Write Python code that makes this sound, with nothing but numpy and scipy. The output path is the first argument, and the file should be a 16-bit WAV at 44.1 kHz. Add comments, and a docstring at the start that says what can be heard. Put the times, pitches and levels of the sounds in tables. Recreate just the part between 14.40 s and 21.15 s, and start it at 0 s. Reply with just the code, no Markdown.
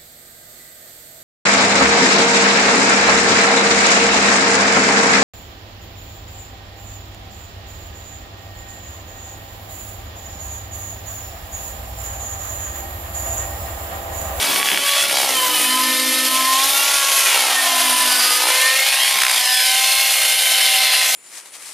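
"""A meadow, a glow-engined model helicopter flying aerobatics over it, now high and near, now low.
Heard from the close microphone pair of a small camera, with wind buffeting the ports.
The two-stroke whine sags under load and swells order by order as the exhaust turns; the gears sing,
and the rotor chops and slaps the air over a wash of exhaust hiss. The echo off the grass sweeps
through the sound as the machine climbs and dives."""
import sys
import numpy as np
from scipy import signal
from scipy.fft import rfft, irfft
from scipy.io import wavfile

SR = 44100
rng = np.random.default_rng(int(sys.argv[2]) if len(sys.argv) > 2 else 0)


def generate_wav(sig):
    """Save sig (samples, or channels by samples) to the path in sys.argv[1] as 16-bit PCM at SR."""
    pcm = np.round(np.clip(np.atleast_2d(sig).T, -1, 1) * 32767).astype(np.int16)
    wavfile.write(sys.argv[1], SR, pcm)


N = 297675
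TIME = np.arange(N) / SR
BIN_HZ = np.maximum(np.arange(N // 2 + 1) * SR / N, 1)
FIRINGS_PER_BLADE = 4.098


def from_db(db):
    """Decibels to gain."""
    return 10 ** (np.asarray(db) / 20)

def rms_one(x):
    """Scale to unit power."""
    return x / np.sqrt(np.mean(x ** 2) + 1e-20)

def in_time(curve):
    """A curve's value at every sample."""
    return np.interp(TIME, *np.transpose(curve))

def gain_at(spectrum, hz):
    """Gain of a dB spectrum, read on a log-frequency axis."""
    points_hz, db = np.transpose(spectrum)
    return from_db(np.interp(np.log(hz), np.log(points_hz), db))

def butter(x, hz, kind):
    """Second-order Butterworth filter."""
    return signal.sosfilt(signal.butter(2, hz, kind, fs=SR, output="sos"), x)

def drift(rate):
    """Slow chance of spread 1, changing about rate times a second."""
    step, settle = 40, 2000
    pole = np.exp(-2 * np.pi * rate * step / SR)
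    white = rng.standard_normal(N // step + settle + 2)
    slow = signal.lfilter([1], [1, -2 * pole, pole ** 2], white)[settle:]
    return np.interp(np.arange(N) / step, np.arange(len(slow)), rms_one(slow))

def swell(s, length_s, height):
    """A bell-shaped rise and fall around time s."""
    return height * np.exp(-(2 * (TIME - s) / length_s) ** 2)

def swells(rows):
    """The sum of a table's bells."""
    return sum(swell(*row) for row in rows)

def tone(turns, flutter, rate):
    """A sine of rms 1 whose height and phase flutter in the turbulent air."""
    angle = 2 * np.pi * (turns + rng.random())
    wave = (1 + flutter * drift(rate)) * np.cos(angle) + flutter * drift(rate) * np.sin(angle)
    return wave * np.sqrt(2 / (1 + 2 * flutter ** 2))

def throb(turns, depth, sharpness):
    """A gain of unit power that swells once a turn."""
    pulse = np.exp(sharpness * (np.cos(2 * np.pi * turns) - 1))
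    pulse = pulse / pulse.mean() - 1
    return (1 + depth * pulse) / np.sqrt(1 + depth ** 2 * pulse.var())

def flared(multiples, levels_db, flares, firing_hz):
    """Line levels in dB; each flare lifts the line nearest to its pitch."""
    levels = list(levels_db)
    for s, length_s, hz, db in flares:
        lines_hz = np.array(multiples) * np.interp(s, TIME, firing_hz)
        nearest = np.argmin(np.abs(lines_hz - hz))
        levels[nearest] = levels[nearest] + swell(s, length_s, db)
    return levels


# firing rate as heard at the microphone: t/s, f/Hz
FIRING_RATE = [(0.0, 280.7), (0.66, 282.7), (0.84, 274.0), (1.0, 255.7), (1.14, 249.6), (1.38, 255.9),
               (1.85, 257.6), (2.13, 261.4), (2.31, 275.0), (2.5, 280.0), (3.05, 265.0), (3.5, 252.0),
               (3.93, 247.6), (4.5, 267.5), (4.72, 267.5), (5.0, 252.2), (5.2, 253.9), (5.6, 264.2),
               (6.0, 257.6), (6.75, 255.8)]
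# how squarely the firing note faces the microphone: t/s, aim/0-1
EXHAUST_AIM = [(0, 0.35), (.5, 0.3), (1.0, 0.75), (1.4, 0.97), (1.8, 1), (2.3, 0.65), (2.8, 0.3),
               (3.4, 0.81), (3.75, 0.81), (4.2, 0), (5.0, 0.05), (6.75, 0)]
# load on the blades, as the strength of their swish: t/s, level/dB
BLADE_LOAD = [(0, 4), (0.382, 2.5), (.6, 3.5), (.82, -8), (1.05, 2.5), (1.65, -3), (2.0, -3), (2.55, 4.5),
              (2.8, 3.5), (3.05, 8.5), (3.301, 3.5), (4.05, 5.5), (4.3, 1.5), (4.65, 2), (4.88, 4.5),
              (5.2, -5), (5.9, -1), (6.75, -1.5)]

def flight():
    """Firing rate, slightly unsteady count of firings, exhaust aim and blade load."""
    firing_hz = in_time(FIRING_RATE)
    turns = np.cumsum(firing_hz * (1 + 0.001363 * drift(16.6))) / SR
    return firing_hz, turns, in_time(EXHAUST_AIM), in_time(BLADE_LOAD)


# strong exhaust orders: multiple of the firing rate
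STRONG_ORDERS = (1, 2, 3, 4, 5, 6, 7, 8, 10, 11, 12, 13, 20)
# each of them: level facing away/dB, change facing the microphone/dB
STRONG_LEVELS = [(-59.5, 25), (-48, 5.5), (-40.5, -7), (-37, 4.5), (-47.5, 13.5), (-36, -9), (-45, 14),
                 (-42.5, 2), (-40.5, -3.5), (-41, -4.5), (-37, 5.5), (-51, 12.5), (-46.5, 12)]
# a manoeuvre makes one order flare: t/s, length/s, f/Hz, boost/dB
ORDER_FLARES = [(0.123, 0.86, 3370, 4.5), (0.23, 0.1, 1120, 5.5), (.55, .18, 1130, 5.5), (.3, 1, 2250, 7.5),
                (.42, 0.6, 3100, 12), (0.57, 0.2, 3380, 11), (.7, 0.97, 560, 8.5), (.86, 0.1, 820, 8),
                (1.018, 0.24, 1020, 8), (1.002, 0.082, 3070, 11.5), (1.136, 0.21, 3000, 8),
                (1.332, 0.15, 3050, 7.5), (1.23, .16, 2520, 15), (1.7, 0.51, 5140, 2),
                (1.704, 0.63, 515, 6), (2.303, 0.34, 3570, 15), (2.394, .14, 2770, 15),
                (2.62, 0.23, 1670, 6), (1.41, 0.42, 1020, 8.5), (2.177, 0.52, 1060, 12),
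                (2.28, 0.77, 820, 10.5), (2.702, 0.29, 1100, 6), (2.724, 1, 1370, 9.5),
                (3.172, 0.15, 1830, 16), (3.23, .16, 1040, 3), (4.28, 0.22, 1040, 6),
                (4.363, 0.92, 525, 10), (4.404, 0.18, 2110, 17), (5.52, 0.51, 2610, 12),
                (5.55, .55, 3400, 16), (5.377, .12, 2840, 10), (3.497, 0.37, 1010, 6),
                (3.768, 0.23, 1500, 12.5), (3.92, 0.24, 4950, 13), (3.883, 0.36, 1240, 9),
                (4.235, 0.42, 1290, 10.5), (4.284, 0.45, 1820, 23), (4.632, 0.14, 3200, 12.5),
                (5.128, 0.53, 5070, 24.5), (5.113, 0.28, 1770, 16), (5.29, 0.43, 3070, 11.5),
                (5.3, 0.32, 1540, 4.5), (5.314, 0.72, 770, 7), (5.51, 0.38, 1050, 11),
                (6.173, 0.93, 3090, 12.5), (6.352, 0.34, 770, 7.5), (6.505, 0.88, 1030, 7.5)]

def exhaust(turns, firing_hz, aim):
    """Strong firing orders, clean low down and rough higher up; also gives the first order's dB."""
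    aimed_db = [db + aim_db * aim for db, aim_db in STRONG_LEVELS]
    levels_db = flared(STRONG_ORDERS, aimed_db, ORDER_FLARES, firing_hz)
    note = sum(from_db(db) * tone(k * turns, flutter=.24 + .0007 * k ** 2, rate=17 + .006 * k ** 3)
               for k, db in zip(STRONG_ORDERS, levels_db))
    return note, levels_db[0]


# gear whine and its sidebands: multiple of the firing rate, level/dB
GEAR_LINES = [(8.19, 2), (9.21, -1.5), (10.24, -13.5), (11.27, -10), (13.31, -9.5), (16.38, 0),
              (18.35, -7.5)]
# one line flares: t/s, length/s, f/Hz, boost/dB
GEAR_LINE_FLARES = [(1.65, .6, 4720, 4), (3.22, 0.13, 3460, 19), (4.05, 0.34, 3350, 13),
                    (5.166, .16, 3370, 22)]
# the whole whine swells or dips: t/s, length/s, change/dB
GEAR_CHANGES = [(1.61, 0.59, 6.5), (4.334, 0.65, 6.5), (5.0, 0.24, -19), (5.6, .9, 5.5), (6.353, 0.37, 4.5)]

def gears(turns, firing_hz, aim):
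    """Gear whine, out of tune with the engine and weaker when the exhaust faces the microphone."""
    multiples, levels_db = np.transpose(GEAR_LINES)
    levels_db = flared(multiples, levels_db, GEAR_LINE_FLARES, firing_hz)
    whine = sum(from_db(db) * tone(k * turns, flutter=.21, rate=29)
                for k, db in zip(multiples, levels_db))
    return from_db(-36 - 6.5 * aim + swells(GEAR_CHANGES)) * whine


# the machine pulls out of a dive: t/s, length/s, boost/dB
PULL_OUTS = [(1.025, 0.46, 11), (4.14, 0.47, 18)]

def rotor_drone(blades, firing_note_db):
    """The rotor's fifth harmonic, beamed at the microphone along with the firing note."""
    return from_db(firing_note_db - 6.5 + swells(PULL_OUTS)) * tone(5 * blades, flutter=.23, rate=11)


# spectrum of the rushing air: f/Hz, density/dB
AIR_COLOUR = [(30, -50), (130, -32), (300, 1), (480, 3), (660, -1.5), (1350, 0.5), (2200, 4.5), (3100, 6.5),
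              (4300, 3.5), (7600, 0), (8500, 2.5), (11400, 3), (12400, -2.5), (15200, -9)]
# edges of its bands: f/Hz
AIR_EDGES = (25, 600, 1620, 2400, 3500, 5500, 8000, 11500, 15600)
# exhaust rasp: t/s, level/dB
RASP_LEVEL = [(0, -22.5), (.35, -22.5), (.55, -20), (.85, -22), (1.08, -24), (1.35, -22.5), (1.65, -24.5),
              (2.5, -20), (3.4, -20.5), (3.9, -21), (4.2, -19.5), (4.55, -19), (5.75, -20.5), (6.15, -18.5),
              (6.45, -17), (6.75, -19.5)]
# treble hiss: t/s, level/dB
HISS_LEVEL = [(0, -22), (.33, -21), (.55, -21.5), (1.3, -21.5), (1.65, -22), (2.35, -20), (2.75, -19),
              (3.1, -20.5), (3.75, -19.5), (4.15, -20), (4.75, -21), (5.9, -18.5), (6.2, -19), (6.55, -21),
              (6.75, -17)]
# how hard the blades chop the air: t/s, depth/0-1
CHOP_DEPTH = [(0, 1), (.5, 1), (.8, 1), (1.2, 1), (2.6, 1), (3.0, 0.7), (3.6, 0.7), (4.8, 1), (5.1, 1)]
# hard bites chop the rasp and hiss more deeply: t/s, length/s, depth/0-1
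BLADE_BITES = [(0.778, 0.32, 0.1), (3.0, .2, 0.08), (4.814, .28, 0.1)]

def rushing_air(turns, blades, load_db):
    """Turbulence wandering band by band: lows pulse with each blade, highs with each firing too."""
    noise = rfft(rng.standard_normal(N)) * gain_at(AIR_COLOUR, BIN_HZ)
    bands = [irfft(noise * (BIN_HZ >= low) * (BIN_HZ < high), N) * from_db(.8 * drift(10))
             for low, high in zip(AIR_EDGES, AIR_EDGES[1:])]
    whoosh = rms_one(bands[0]) * from_db(-54 + load_db)
    swish = rms_one(bands[1]) * from_db(-34 + load_db)
    rasp = rms_one(sum(bands[2:5])) * from_db(in_time(RASP_LEVEL))
    hiss = rms_one(sum(bands[5:])) * from_db(in_time(HISS_LEVEL))
    chop = in_time(CHOP_DEPTH)
    rotor = (whoosh + swish) * throb(blades, chop, sharpness=.5)
    jet = (rasp + hiss) * throb(turns, depth=.046, sharpness=9.8)
    return rotor + jet * throb(blades, .042 * chop + swells(BLADE_BITES), sharpness=4.8)


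# spectrum of the blade-passing harmonics: f/Hz, level/dB
THRUM_COLOUR = [(64, -43.5), (130, -39), (200, -29), (320, -21), (380, -14.5), (450, -16.5), (570, -5.5),
                (700, -5.5), (1300, -16.5)]
# they swell or ease: t/s, length/s, change/dB
THRUM_CHANGES = [(1.5, 0.5, -1.5), (2.247, 1, 5), (5.9, 0.48, 1)]

def rotor_thrum(blades, blade_hz, load_db):
    """Blade-passing harmonics that follow about half the load's swing."""
    thrum = sum(gain_at(THRUM_COLOUR, k * blade_hz) * tone(k * blades, flutter=.35, rate=9)
                for k in range(1, 17))
    return from_db(-41 + .47 * load_db + swells(THRUM_CHANGES)) * thrum


# weak exhaust orders: multiple of the firing rate
WEAK_ORDERS = (9, 14, 15, 16, 17, 18, 19, 33, 42, 43, 44, 45)
# their spectrum: f/Hz, level/dB
WEAK_COLOUR = [(2000, -2), (2600, -10), (3800, 0), (4400, -3), (5500, 0), (8500, 0), (10900, -7),
               (11450, -15), (12100, -28)]
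# they stand out of the rush: t/s, length/s, boost/dB
WEAK_SWELLS = [(1.7, .9, 5.5), (5.35, .7, 5), (6.45, .6, 4.5)]

def exhaust_buzz(turns, mean_hz, aim):
    """The weaker orders of the exhaust pulses, up into the treble."""
    buzz = sum(gain_at(WEAK_COLOUR, k * mean_hz) * tone(k * turns, flutter=.2 + .0012 * k * k, rate=.7 * k)
               for k in WEAK_ORDERS)
    return from_db(-40.5 + aim + swells(WEAK_SWELLS)) * buzz


# bands of hiss: t/s, length/s, centre f/Hz, width/Hz, level/dB
HISS_BEAMS = [(.25, 0.97, 13400, 2800, -32), (1.15, .42, 13300, 3000, -27), (2.214, 0.16, 3630, 700, -25),
              (3.41, 0.56, 1036, 120, -33), (3.352, 0.5, 742, 130, -31), (6.2, 0.53, 3970, 160, -25),
              (1.228, 0.18, 10300, 2500, -21.5), (1.682, 1, 11440, 550, -28),
              (2.36, 0.28, 12100, 3500, -23.5), (2.65, 1, 6430, 1400, -27.5),
              (2.767, .1, 11000, 1100, -21.5), (2.927, 0.13, 2590, 900, -21.5),
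              (3.566, 0.15, 9500, 1190, -23), (3.848, 0.16, 11200, 250, -29), (3.828, 0.36, 4800, 452, -23),
              (3.92, 0.32, 9700, 1000, -28), (5.55, 0.63, 4230, 300, -29.5), (5.55, 0.5, 2700, 200, -37),
              (5.72, .55, 14100, 1200, -32), (6.502, 0.33, 4140, 450, -25)]

def swishes():
    """Bands of hiss beamed past the microphone as the machine turns."""
    white, out = rng.standard_normal(N), np.zeros(N)
    for s, length_s, hz, width, db in HISS_BEAMS:
        band = butter(white, (hz - width / 2, hz + width / 2), "band")
        out += swell(s, length_s, from_db(db)) * rms_one(band)
    return out


# lag of the ground echo, long when the machine is high and near: t/s, lag/ms
GRASS_LAG = [(0, 3.21), (.2, 2.57), (.45, 1.81), (.62, 1.38), (.78, 1.16), (.92, 1.33), (1.1, 2.02),
             (1.3, 2.82), (1.45, 3.24), (1.62, 3.37), (1.8, 3.3), (2.0, 2.96), (2.3, 2.24), (2.5, 1.92),
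             (2.68, 1.81), (2.9, 1.95), (3.3, 2.75), (3.5, 2.87), (3.7, 2.77), (3.9, 2.49), (4.5, 1.09),
             (4.65, .83), (4.83, .7), (5.0, .77), (5.2, 1.11), (5.4, 1.31), (5.7, 1.34), (6.1, 1.26),
             (6.75, 1.39)]

def ground_echo(x, share, grass_hz, block=512):
    """Add a dull copy off the grass, strongest at grazing angles; its moving lag sweeps a comb."""
    lag_ms = in_time(GRASS_LAG)
    share = np.minimum(share * (lag_ms.mean() / lag_ms) ** .17, 1)
    late, state = np.interp(TIME - lag_ms / 1000, TIME, x, left=0), [0.]
    for i in range(0, N, block):
        flip_hz = 1670 * lag_ms[i]   # the grass inverts the echo above this pitch
        warped = np.tan(np.pi * flip_hz / SR)
        allpass = (warped - 1) / (warped + 1)
        late[i:i + block], state = signal.lfilter([allpass, 1], [1, allpass], late[i:i + block], zi=state)
    echo = irfft(rfft(late) * np.exp(-(BIN_HZ / grass_hz) ** 2), N)
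    return (x + share * echo) / np.sqrt(1 + share ** 2 / 2)


# wind right on the microphone ports: t/s, level/dB
WIND_LEVEL = [(0, -29.5), (.4, -31.5), (.52, -49), (.66, -31.5), (1.25, -36.5), (1.5, -44), (2.2, -56.5),
              (4.6, -69), (4.78, -39), (4.95, -68), (6.75, -88)]
# its spectrum: f/Hz, density/dB
WIND_SPECTRUM = [(25, -30), (60, -18), (140, -3.5), (300, 3), (700, 4.5), (1200, 0.5), (2500, -96)]

def port_wind():
    """Lumpy buffeting at one port as the camera swings."""
    rumble = irfft(rfft(rng.standard_normal(N)) * gain_at(WIND_SPECTRUM, BIN_HZ), N)
    gusts = from_db(4.75 * drift(9.5))
    return from_db(in_time(WIND_LEVEL)) * rms_one(rumble * gusts)


# a blade cuts its own wake: t/s, crack peak/dB, decay/ms
WAKE_CUTS = [(.1615, -7, 1.2), (.1998, -6, 1.0), (.2143, -8, 1.0), (.2292, -3, 1.0), (.2584, -7, .8),
             (.2730, -7, 1.0), (.2875, -2, 1.1), (.3020, -8, .9), (.3165, -3, 1.0), (.3310, -7, 1.0),
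             (.3455, -4, 1.0), (.3600, -11, 1.0), (.3748, -2, 1.2), (.4925, -7, 1.2), (.5358, -6, .6),
             (.6970, -10, 1.5), (.7105, -11, 1.2), (.7700, -8, 1.5), (.7995, -7, 1.0), (.8320, -8, 2.0),
             (4.1425, -7, .6), (4.6475, -7, 1.2), (4.6785, -6, 1.2), (4.7105, -5, 1.0), (4.7568, -7, 1.5),
             (4.7875, -9.5, 2.2), (4.8040, -14, 1.8), (4.8195, -2.5, 2.3), (4.8352, -2, 2.1),
             (4.8508, -6, 2.4), (4.8665, -3, 1.7), (4.8815, -12, 1.8), (4.8972, -8, 2.0), (4.9135, -7, 1.9)]

def blade_slaps(size=900):
    """Crisp pressure swings; the longer ones crack lower and tear a brighter burst of air after them."""
    out, age_ms = np.zeros(N), np.arange(size) / SR * 1000
    for s, db, decay_ms in WAKE_CUTS:
        crack_band_hz = np.array([1650, 3150]) / decay_ms ** .25
        crack = butter(signal.unit_impulse(size), crack_band_hz, "band")
        rise = 2 * age_ms / decay_ms
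        torn = butter(rng.standard_normal(size) * rise * np.exp(1 - rise), (1000, 11500), "band")
        start = round(s * SR)
        out[start:start + size] += from_db(db) * (crack / np.abs(crack).max() + .1 * decay_ms ** 2 * torn)
    return out


# in hard pulls every blade thuds: t/s, length/s, level/dB
HARD_PULLS = [(.75, .12, -32), (0.86, 0.2, -28), (2.965, .05, -28), (3.06, 0.12, -29.5), (4.07, .11, -26.5)]

def blade_thuds(blades):
    """Runs of dull pressure pulses, one per blade, each of its own strength."""
    passes = np.diff(np.floor(blades), prepend=0) * from_db(drift(50))
    thuds = rms_one(butter(passes + 1e-18, (580, 1100), "band"))
    return thuds * sum(swell(s, length_s, from_db(db)) for s, length_s, db in HARD_PULLS)


# width at the microphone pair: f/Hz, side minus mid/dB
PAIR_WIDTH = [(150, -99), (700, -25.5), (1400, -72.5), (2900, -23.5), (4000, -22.5), (5600, -12.5),
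              (9000, -11)]

def microphone_pair(x, size=6000):
    """Two close ports hear the same direct sound and opposite shares of diffuse scatter."""
    scatter = rng.standard_normal(size) * np.exp(-3 * np.arange(size) / size)
    diffuse = signal.fftconvolve(x, scatter / np.linalg.norm(scatter))[:N]
    side = irfft(rfft(diffuse) * gain_at(PAIR_WIDTH, BIN_HZ), N)
    return np.array([x + side, x - side])


# the wash dips briefly: t/s, length/s, change/dB
WASH_DIPS = [(0.232, 0.058, -5.5), (0.375, 0.12, -4.5), (0.677, 0.042, -4), (1.11, 0.052, -1),
             (4.856, 0.069, -2.5)]

def scene():
    """Out over the meadow one shaft drives engine, gears and rotor; the grass echoes all three."""
    firing_hz, turns, aim, load_db = flight()
    blades, mean_hz = turns / FIRINGS_PER_BLADE, firing_hz.mean()
    note, firing_note_db = exhaust(turns, firing_hz, aim)
    whine = note + gears(turns, firing_hz, aim) + rotor_drone(blades, firing_note_db)
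    wash = rushing_air(turns, blades, load_db)
    wash += rotor_thrum(blades, mean_hz / FIRINGS_PER_BLADE, load_db)
    wash += exhaust_buzz(turns, mean_hz, aim) + swishes()
    wash *= from_db(.95 * drift(36) + swells(WASH_DIPS))
    wash += blade_thuds(blades)
    heard = ground_echo(whine, share=.53, grass_hz=3040) + ground_echo(wash, share=.31, grass_hz=10800)
    return microphone_pair(heard + blade_slaps()) + np.array([port_wind(), port_wind()])


def record(dry):
    """The camera's microphones thin the deep bass, notch 8 kHz and cut the top steeply."""
    thinned = butter(dry, 40, "high")
    notched = signal.lfilter(*signal.iirnotch(8000, Q=45, fs=SR), thinned)
    return signal.sosfilt(signal.ellip(12, .1, 90, 15400, fs=SR, output="sos"), notched)


dry = scene()
out = record(dry)
generate_wav(out)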